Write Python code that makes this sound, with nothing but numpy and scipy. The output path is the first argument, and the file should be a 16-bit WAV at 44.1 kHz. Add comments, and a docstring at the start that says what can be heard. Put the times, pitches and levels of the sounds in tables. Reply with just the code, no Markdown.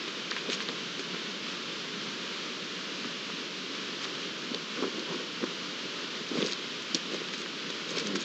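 """An open clearing at night: two stags lock antlers some way from a single small microphone.
Tines click (dry pulses plus ringing bone modes) and grate (dense contacts on the same modes).
Hooves thud (short low sine pulses) and scuffle (dense knocks on dirt modes).
One stag grunts (harmonics of a sagging pitch); steady coloured noise hisses over it all."""
import sys
import numpy as np
from scipy import signal
from scipy.fft import rfft, irfft
from scipy.io import wavfile

SR = 44100
rng = np.random.default_rng(int(sys.argv[2]) if len(sys.argv) > 2 else 0)


def generate_wav(sig):
    """Save sig (samples, or channels by samples) to the path in sys.argv[1] as 16-bit PCM at SR."""
    pcm = np.round(np.clip(np.atleast_2d(sig).T, -1, 1) * 32767).astype(np.int16)
    wavfile.write(sys.argv[1], SR, pcm)


N = 363384

# All source levels are ahead of the microphone filters.
# Tine-on-tine blows: (time [s], peak level [dB], centre [Hz], rise of the crack [cycles])
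# A short rise is dry and broad.
BLOWS = [(.0794, -20, 2300, .5), (.0822, -20, 3700, .6), (.0865, -27, 2350, 1.0), (.3112, -18.5, 3900, .5),
         (.3131, -20, 4400, 1.2), (.3175, -18, 1450, .6), (.3255, -25, 2100, .5), (.3655, -15, 2100, .45),
         (.3693, -23, 2400, .5), (.5001, -15.5, 3300, .35), (.5029, -19, 3000, .7), (.5218, -18, 2900, .35),
         (.5231, -22, 3700, .6), (.529, -20, 3600, .5), (.5317, -20, 3250, 1.5), (.6048, -14.5, 2400, .45),
         (.688, -20, 3950, 1.8), (.689, -25, 1400, .6), (.6906, -25, 2000, .4), (.6933, -21, 1500, .4),
         (.9943, -21, 2500, .5), (.9955, -24, 4200, 1.0), (1.148, -29, 1300, .6), (3.046, -26, 1300, .7),
         (3.302, -29, 1250, .8), (4.0187, -22, 3500, .45), (4.0335, -25, 3500, .5), (4.0445, -19, 4000, .6),
         (4.0487, -22, 3900, .9), (4.0537, -15.5, 2300, .35), (4.1525, -23, 3000, .4),
         (4.181, -29, 2000, .6), (4.2185, -24, 4500, .4), (4.5457, -17, 3700, 1.0),
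         (4.5477, -18.5, 3950, 1.1), (4.826, -28, 1000, .8), (4.834, -24, 1000, 1.5),
         (4.839, -23, 1150, .7), (4.8419, -23, 1100, .8), (4.995, -24, 4300, 1.5), (5.113, -30, 1090, .8),
         (5.146, -29, 1200, .8), (5.4295, -24, 1400, .35), (5.4398, -22, 1200, .4), (5.4435, -28, 5800, .8),
         (5.6448, -25, 3400, .5), (6.2907, -24, 4500, .4), (6.357, -30, 1090, .8), (6.383, -30, 1090, .8),
         (6.4026, -25, 3750, .7), (6.4071, -23, 4200, .4), (6.42, -18, 3500, 1.3), (6.4271, -16, 3200, 1.4),
         (6.4428, -24, 4500, .4), (6.4476, -25, 4050, .8), (6.4629, -22, 5200, 1.2),
         (6.465, -25, 3900, 1.5), (6.4713, -20, 5100, 1.0), (6.484, -27, 1400, .8), (6.4876, -24, 3300, .7),
         (6.51, -25, 3700, .5), (6.5236, -17, 4100, 1.3), (6.533, -18, 4300, 1.6), (6.824, -27, 6000, .6),
         (6.9465, -13, 4300, 1.1), (6.9477, -8.5, 5200, 1.2), (6.9497, -19, 3500, 1.2),
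         (6.9519, -20, 5500, 1.0), (6.9528, -13.5, 4400, 1.0), (7.1444, -19, 4000, .4),
         (7.2871, -21.5, 3200, .5), (7.3305, -24, 2200, .4), (7.3374, -21, 3400, .4),
         (7.3385, -26, 1450, .8), (7.381, -28, 6500, .6), (7.417, -23, 6000, .4), (7.461, -22, 2000, .4),
         (7.7012, -23, 2700, .6), (7.7032, -20, 3400, .5), (7.7045, -23, 5000, .4), (7.7064, -24, 3300, .5),
         (7.893, -24, 3800, .9), (7.907, -25, 6500, .9), (7.9712, -24, 4300, .6), (7.9846, -20, 4700, 1.0),
         (7.9873, -20, 4800, 1.6), (7.9971, -21, 4600, .4), (7.9988, -22, 2200, .35),
         (8.0275, -25, 4500, .4), (8.0701, -19, 2800, .35), (8.0717, -18, 6600, .45),
         (8.1554, -20, 2200, .4), (8.1573, -20, 4700, .9), (8.1582, -23, 6800, .8), (8.159, -23, 1400, .6),
         (8.1611, -25, 2500, .4), (8.2144, -26, 4000, .5), (8.2159, -24, 4200, .5)]
# Antler bone modes: (frequency [Hz], relative level [dB], 60 dB decay [s])
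ANTLER_MODES = [(1016, 6, 0.029), (1350, 1.5, 0.026), (1544, 1, 0.024), (2070, 8, 0.0046), (2350, 0, 0.01),
                (2800, -15, 0.0052), (3230, -1.5, 0.0079), (3870, 5, 0.008), (4200, 2, 0.007),
                (4780, 4, 0.008), (5400, 8, 0.0052), (6390, 7.5, 0.01), (6730, 5, 0.0094),
                (7600, 5, 0.0041)]
# Tines sliding on each other: (start [s], end [s], level [dB], centre of the ring [Hz])
GRATING_STROKES = [(.03, 0.138, -52, 3200), (0.3, 0.345, -36.5, 2300), (0.364, 0.4, -36, 2480),
                   (0.493, 0.514, -34.5, 3100), (0.505, 0.563, -33.5, 3450), (0.599, 0.64, -36, 2760),
                   (0.68, 0.71, -39, 2500), (0.985, 1.02, -40, 3500), (1.1, 1.2, -43, 1800),
                   (4.01, 4.07, -42, 4480), (4.82, 4.854, -38, 900), (5.08, 5.156, -44, 1000),
                   (5.43, 5.443, -50, 1400), (6.322, 6.464, -39.5, 2980), (6.444, 6.503, -38, 4200),
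                   (6.49, 6.55, -37.5, 3470), (6.937, 6.982, -37, 3840), (7.094, 7.188, -41.5, 3500),
                   (7.322, 7.365, -38, 3000), (7.37, 7.425, -46, 6000), (7.875, 7.94, -41.5, 4500),
                   (7.942, 8.034, -34.5, 3000), (7.965, 8.006, -45, 4800), (8.04, 8.106, -43, 4000),
                   (8.145, 8.178, -35, 3530), (8.19, 8.24, -39, 5000)]
# Hooves striking dirt: (time [s], peak level [dB], pitch [Hz])
HOOF_THUDS = [(0.078, -33, 400), (0.088, -33, 380), (0.313, -31, 347), (0.462, -28, 483), (0.498, -27, 340),
              (0.689, -31, 450), (0.697, -27.5, 347), (0.704, -34, 400), (0.993, -27.5, 400),
              (1.003, -31, 350), (1.143, -31, 328), (3.052, -32, 280), (3.07, -32, 303), (4.514, -26, 270),
              (4.823, -19.5, 350), (4.8298, -24.5, 263), (4.842, -23.5, 416), (4.852, -28, 380),
              (4.862, -31, 250), (4.878, -27, 380), (4.983, -28, 361), (5.143, -31, 344),
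              (5.4202, -29, 443), (5.428, -21.5, 265), (5.437, -21, 340), (5.443, -29, 454),
              (5.452, -37, 330), (6.314, -23.5, 312), (6.33, -31, 235), (6.343, -31, 330),
              (6.354, -22.5, 412), (6.366, -34, 302), (6.383, -20.5, 210), (6.4064, -25, 400),
              (6.413, -34, 330), (6.4255, -19, 420), (6.422, -22, 208), (6.4451, -26, 426),
              (6.4495, -22, 430), (6.467, -30, 453), (6.945, -23.5, 252), (6.952, -29, 298),
              (7.128, -31, 409), (7.14, -31, 400), (7.146, -25, 467), (7.155, -33, 432), (7.166, -32, 420),
              (7.216, -27.5, 440), (7.401, -29, 376), (7.701, -27.5, 393), (7.914, -29, 370),
              (7.972, -24.5, 430), (7.992, -32, 400), (8.019, -28, 241), (8.139, -29, 332),
              (8.15, -27, 328), (8.163, -26, 332), (8.174, -25, 327)]
# Hooves dragging: (start [s], end [s], level [dB])
HOOF_DRAGS = [(0.453, 0.535, -36), (0.53, 0.633, -41), (0.67, 0.748, -37.5), (1.1, 1.185, -42),
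              (3.016, 3.13, -47), (4.51, 4.598, -39.5), (4.767, 4.82, -37.5), (4.81, 4.89, -35.5),
              (4.93, 5.046, -40), (5.055, 5.177, -37), (5.188, 5.255, -39), (5.387, 5.465, -38),
              (6.273, 6.54, -37.5), (6.34, 6.443, -38.5), (6.926, 6.98, -36.5), (7.1, 7.18, -36),
              (7.88, 8.013, -38), (7.963, 8.236, -40.5)]
# Modes of the dirt under the hooves: (frequency [Hz], relative level [dB], 60 dB decay [s])
DIRT_MODES = [(185.5, -3.5, 0.088), (257, -0.5, 0.056), (340, -4, 0.025), (458, 2, 0.013),
              (489, -2.5, 0.026), (1096, -8.5, 0.018)]
# Harmonics of the grunt: (multiple of the pitch [-], relative level [dB])
GRUNT_HARMONICS = [(2, 1), (3, -3), (4, -1.5), (5, -10)]
# Spectrum of the steady hiss: (frequency [Hz], relative level per Hz [dB])
HISS_SPECTRUM = [(25, -55), (60, -39), (100, -27), (135, -14), (180, -3), (420, -4), (560, -11),
                 (780, -20.5), (1050, -11.5), (1400, -9), (1950, -12.5), (3100, -7), (4500, -12),
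                 (6400, -20), (7600, -24), (8500, -37.5)]

RING_DB, RING_SPREAD_DB = -19, 3  # ring re crack; scatter from mode to mode
CHATTER_GAP_S, CHATTER_DB = 0.0009, -13  # nominal gap; step per rebound
LIGHT_TOUCH_HZ = 2000  # rebounds drive modes below this less
FALL_BELOW_DB_PER_OCT, FALL_ABOVE_DB_PER_OCT = 12.5, 16  # modes away from the centre ring less
GRATE_PER_S, SCUFFLE_PER_S = 3500, 1600  # contacts, all modes together
# The grating ring is widest at one centre and narrows away from it (oct per oct).
GRATE_WIDEST_HZ, GRATE_WIDEST_OCT, GRATE_NARROWING = 3540, 0.98, 0.45
THUD_CYCLES, THUD_SWELL_CYCLES = 8.2, 0.29  # 60 dB decay; swell time constant
GRUNT_START_S, GRUNT_LENGTH_S, GRUNT_EDGE_S = 7.992, 0.181, 0.013
GRUNT_DB, GRUNT_SWELL_DB = -40, 1  # start level; rise by the end
GRUNT_HZ, GRUNT_FLOOR_HZ, GRUNT_SAG_S = 121.4, 89.7, 0.1  # start; limit; time constant
HISS_DB = -37
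FLICKER_DB, FLICKER_PER_S = 0.6, 12
BASS_CUT_HZ = 165
HOUSING_DIP_HZ, HOUSING_DIP_Q, HOUSING_DIP_SHARE = 755, 1.7, 0.43
SOUND_BAND_HZ, CUTOFF_HZ = 7560, 13900
TOP_HISS_DB, TOP_HISS_HZ = -73, 9750  # rms ahead of the high-pass; its corner


def from_db(db):
    """Decibels to gain."""
    return 10 ** (np.asarray(db) / 20)


def rms_one(x):
    """Scale to unit rms."""
    return x / np.sqrt(np.mean(x ** 2) + 1e-20)


def ring(clicks, hz, t60_s):
    """Two-pole resonator: a unit click starts a decaying sine of height 1."""
    radius = from_db(-60 / (t60_s * SR))
    w = 2 * np.pi * hz / SR
    poles = [1, -2 * radius * np.cos(w), radius ** 2]
    return signal.lfilter([0, np.sin(w)], poles, clicks + 1e-18)  # offset avoids denormals


def grains(per_s, modes, spread_db):
    """Uneven random contacts, each dealt to one mode of the body; one row of rms 1 a mode."""
    size_db = spread_db * np.minimum(rng.exponential(1, N), 4)
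    sizes = from_db(size_db) * rng.choice([-1, 1], N)
    contacts = sizes * (rng.random(N) < per_s / SR)
    dealt = rng.integers(0, len(modes), N)
    rows = []
    for k, (hz, _, t60_s) in enumerate(modes):
        rows.append(rms_one(ring(contacts * (dealt == k), hz, t60_s)))
    return np.array(rows)


def stroke(start_s, end_s):
    """Sample span of a stroke and its half-sine swell and fade."""
    a, b = round(start_s * SR), min(round(end_s * SR), N)
    return slice(a, b), np.sin(np.linspace(0, np.pi, b - a))


def cracks():
    """The contact itself: a dry pulse of about a cycle that peaks at the moment of the blow."""
    out, t = np.zeros(N + SR), np.arange(SR // 100) / SR
    for time_s, peak_db, hz, cycles in BLOWS:
        rise_s = cycles / hz
        shape = (t / rise_s * np.exp(1 - t / rise_s)) ** 2
        at = round((time_s - rise_s) * SR)
        out[at:at + len(t)] -= from_db(peak_db) * shape * np.cos(2 * np.pi * hz * (t - rise_s))
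    return out[:N]


def clacks():
    """Each blow chatters through three quick contacts and rings most the modes near its centre."""
    time_s, blow_db, centre_hz, _ = np.transpose(BLOWS)
    contact = np.arange(3)
    scatter_db = RING_SPREAD_DB * rng.standard_normal((len(time_s), len(ANTLER_MODES), 3))
    lag_s = CHATTER_GAP_S * contact * rng.uniform(0.65, 1.1, (len(time_s), 3))
    at = np.round((time_s[:, None] + lag_s) * SR).astype(int)
    out = np.zeros(N)
    for k, (hz, mode_db, t60_s) in enumerate(ANTLER_MODES):
        above_oct = np.log2(hz / centre_hz)
        fall_db = np.maximum(FALL_ABOVE_DB_PER_OCT * above_oct, -FALL_BELOW_DB_PER_OCT * above_oct)
        level_db = blow_db + RING_DB + mode_db - fall_db
        rebound_db = CHATTER_DB + 40 * np.log10(min(hz / LIGHT_TOUCH_HZ, 1))
        click_db = level_db[:, None] + rebound_db * contact + scatter_db[:, k]
        clicks = np.zeros(N)
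        np.add.at(clicks, at, (-1) ** k * from_db(click_db))  # sign alternates by mode
        out += ring(clicks, hz, t60_s)
    return out


def grating():
    """Sliding tines: dense contacts swell and fade, ringing the modes near the stroke's centre."""
    rings = grains(GRATE_PER_S, ANTLER_MODES, spread_db=2.2)
    mode_hz = np.array(ANTLER_MODES)[:, 0]
    out = np.zeros(N)
    for start_s, end_s, level_db, centre_hz in GRATING_STROKES:
        span, swell = stroke(start_s, end_s)
        off_oct = abs(np.log2(centre_hz / GRATE_WIDEST_HZ))
        width_oct = max(GRATE_WIDEST_OCT - GRATE_NARROWING * off_oct, 0.1)
        near = np.exp(-0.5 * (np.log2(mode_hz / centre_hz) / width_oct) ** 2)
        mix = near @ rings[:, span] / np.linalg.norm(near)
        out[span] += from_db(level_db) * swell * mix
    return out


def thuds():
    """A hoof gives a short low pulse that swells within a cycle and dies over a few more."""
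    out, t = np.zeros(N + SR), np.arange(SR // 8) / SR
    for time_s, peak_db, hz in HOOF_THUDS:
        cycles = t * hz
        decay = 1000 ** (-cycles / THUD_CYCLES)  # a thousandfold fall is 60 dB
        shape = (1 - np.exp(-cycles / THUD_SWELL_CYCLES)) * decay
        at = round(time_s * SR)
        out[at:at + len(t)] += from_db(peak_db) * shape / shape.max() * np.sin(2 * np.pi * cycles)
    return out[:N]


def scuffle():
    """Hooves drag and push in the dirt: a dense low rumble of small knocks on the dirt modes."""
    knocks = grains(SCUFFLE_PER_S, DIRT_MODES, spread_db=1.6)
    rumble = rms_one(from_db(np.array(DIRT_MODES)[:, 1]) @ knocks)
    out = np.zeros(N)
    for start_s, end_s, level_db in HOOF_DRAGS:
        span, swell = stroke(start_s, end_s)
        out[span] += from_db(level_db) * swell * rumble[span]
    return out


def grunt():
    """Short low grunt of effort: harmonics of a sagging, shaky pitch; each wavers on its own."""
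    t = np.arange(round(GRUNT_LENGTH_S * SR)) / SR
    knots_s = np.linspace(0, GRUNT_LENGTH_S, 12)
    shake = 1 + 0.0076 * np.interp(t, knots_s, rng.standard_normal(len(knots_s)))
    pitch_hz = GRUNT_FLOOR_HZ + (GRUNT_HZ - GRUNT_FLOOR_HZ) * np.exp(-t / GRUNT_SAG_S)
    phase = 2 * np.pi * np.cumsum(pitch_hz * shake) / SR
    envelope = np.clip(np.minimum(t, GRUNT_LENGTH_S - t) / GRUNT_EDGE_S, 0, 1)
    swell_db = GRUNT_DB + GRUNT_SWELL_DB * t / GRUNT_LENGTH_S
    out, at = np.zeros(N + SR), round(GRUNT_START_S * SR)
    for multiple, harmonic_db in GRUNT_HARMONICS:
        waver_db = 2.5 * np.interp(t, knots_s, rng.standard_normal(len(knots_s)))
        gain = envelope * from_db(swell_db + harmonic_db + waver_db)
        out[at:at + len(t)] += gain * np.cos(multiple * phase)
    return out[:N]


def hiss():
    """Broad noise in the colour of the microphone housing; its level flickers slightly."""
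    hz = np.maximum(np.arange(N // 2 + 1) * SR / N, 1)
    table_hz, table_db = np.transpose(HISS_SPECTRUM)
    colour = from_db(np.interp(np.log(hz), np.log(table_hz), table_db))
    noise = rms_one(irfft(rfft(rng.standard_normal(N)) * colour, N))
    knots = rng.standard_normal(100)
    flicker = np.interp(np.arange(N) / SR * FLICKER_PER_S, np.arange(len(knots)), knots)
    return from_db(HISS_DB + FLICKER_DB * flicker) * noise


def scene():
    """One microphone with a bass cut on the stags: both channels carry the same sound."""
    stags = cracks() + clacks() + grating() + thuds() + scuffle() + grunt()
    bass_cut = signal.butter(5, BASS_CUT_HZ, "high", fs=SR, output="sos")
    stags = signal.sosfilt(bass_cut, stags)
    # the microphone housing swallows part of a low-mid band
    notched = signal.lfilter(*signal.iirnotch(HOUSING_DIP_HZ, HOUSING_DIP_Q, fs=SR), stags)
    stags = stags + HOUSING_DIP_SHARE * (notched - stags)
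    return np.tile(stags + hiss(), (2, 1))


def record(dry):
    """Steep zero-delay band limit, as in a converter; faint electronic hiss above; top cut."""
    band_limit = signal.butter(5, SOUND_BAND_HZ, fs=SR, output="sos")
    band = signal.sosfiltfilt(band_limit, dry)
    high_pass = signal.butter(10, TOP_HISS_HZ, "high", fs=SR, output="sos")
    top_hiss = from_db(TOP_HISS_DB) * signal.sosfilt(high_pass, rng.standard_normal(N))
    top_cut = signal.ellip(12, 0.5, 60, CUTOFF_HZ, fs=SR, output="sos")
    return signal.sosfilt(top_cut, band + top_hiss)


dry = scene()
out = record(dry)
generate_wav(out)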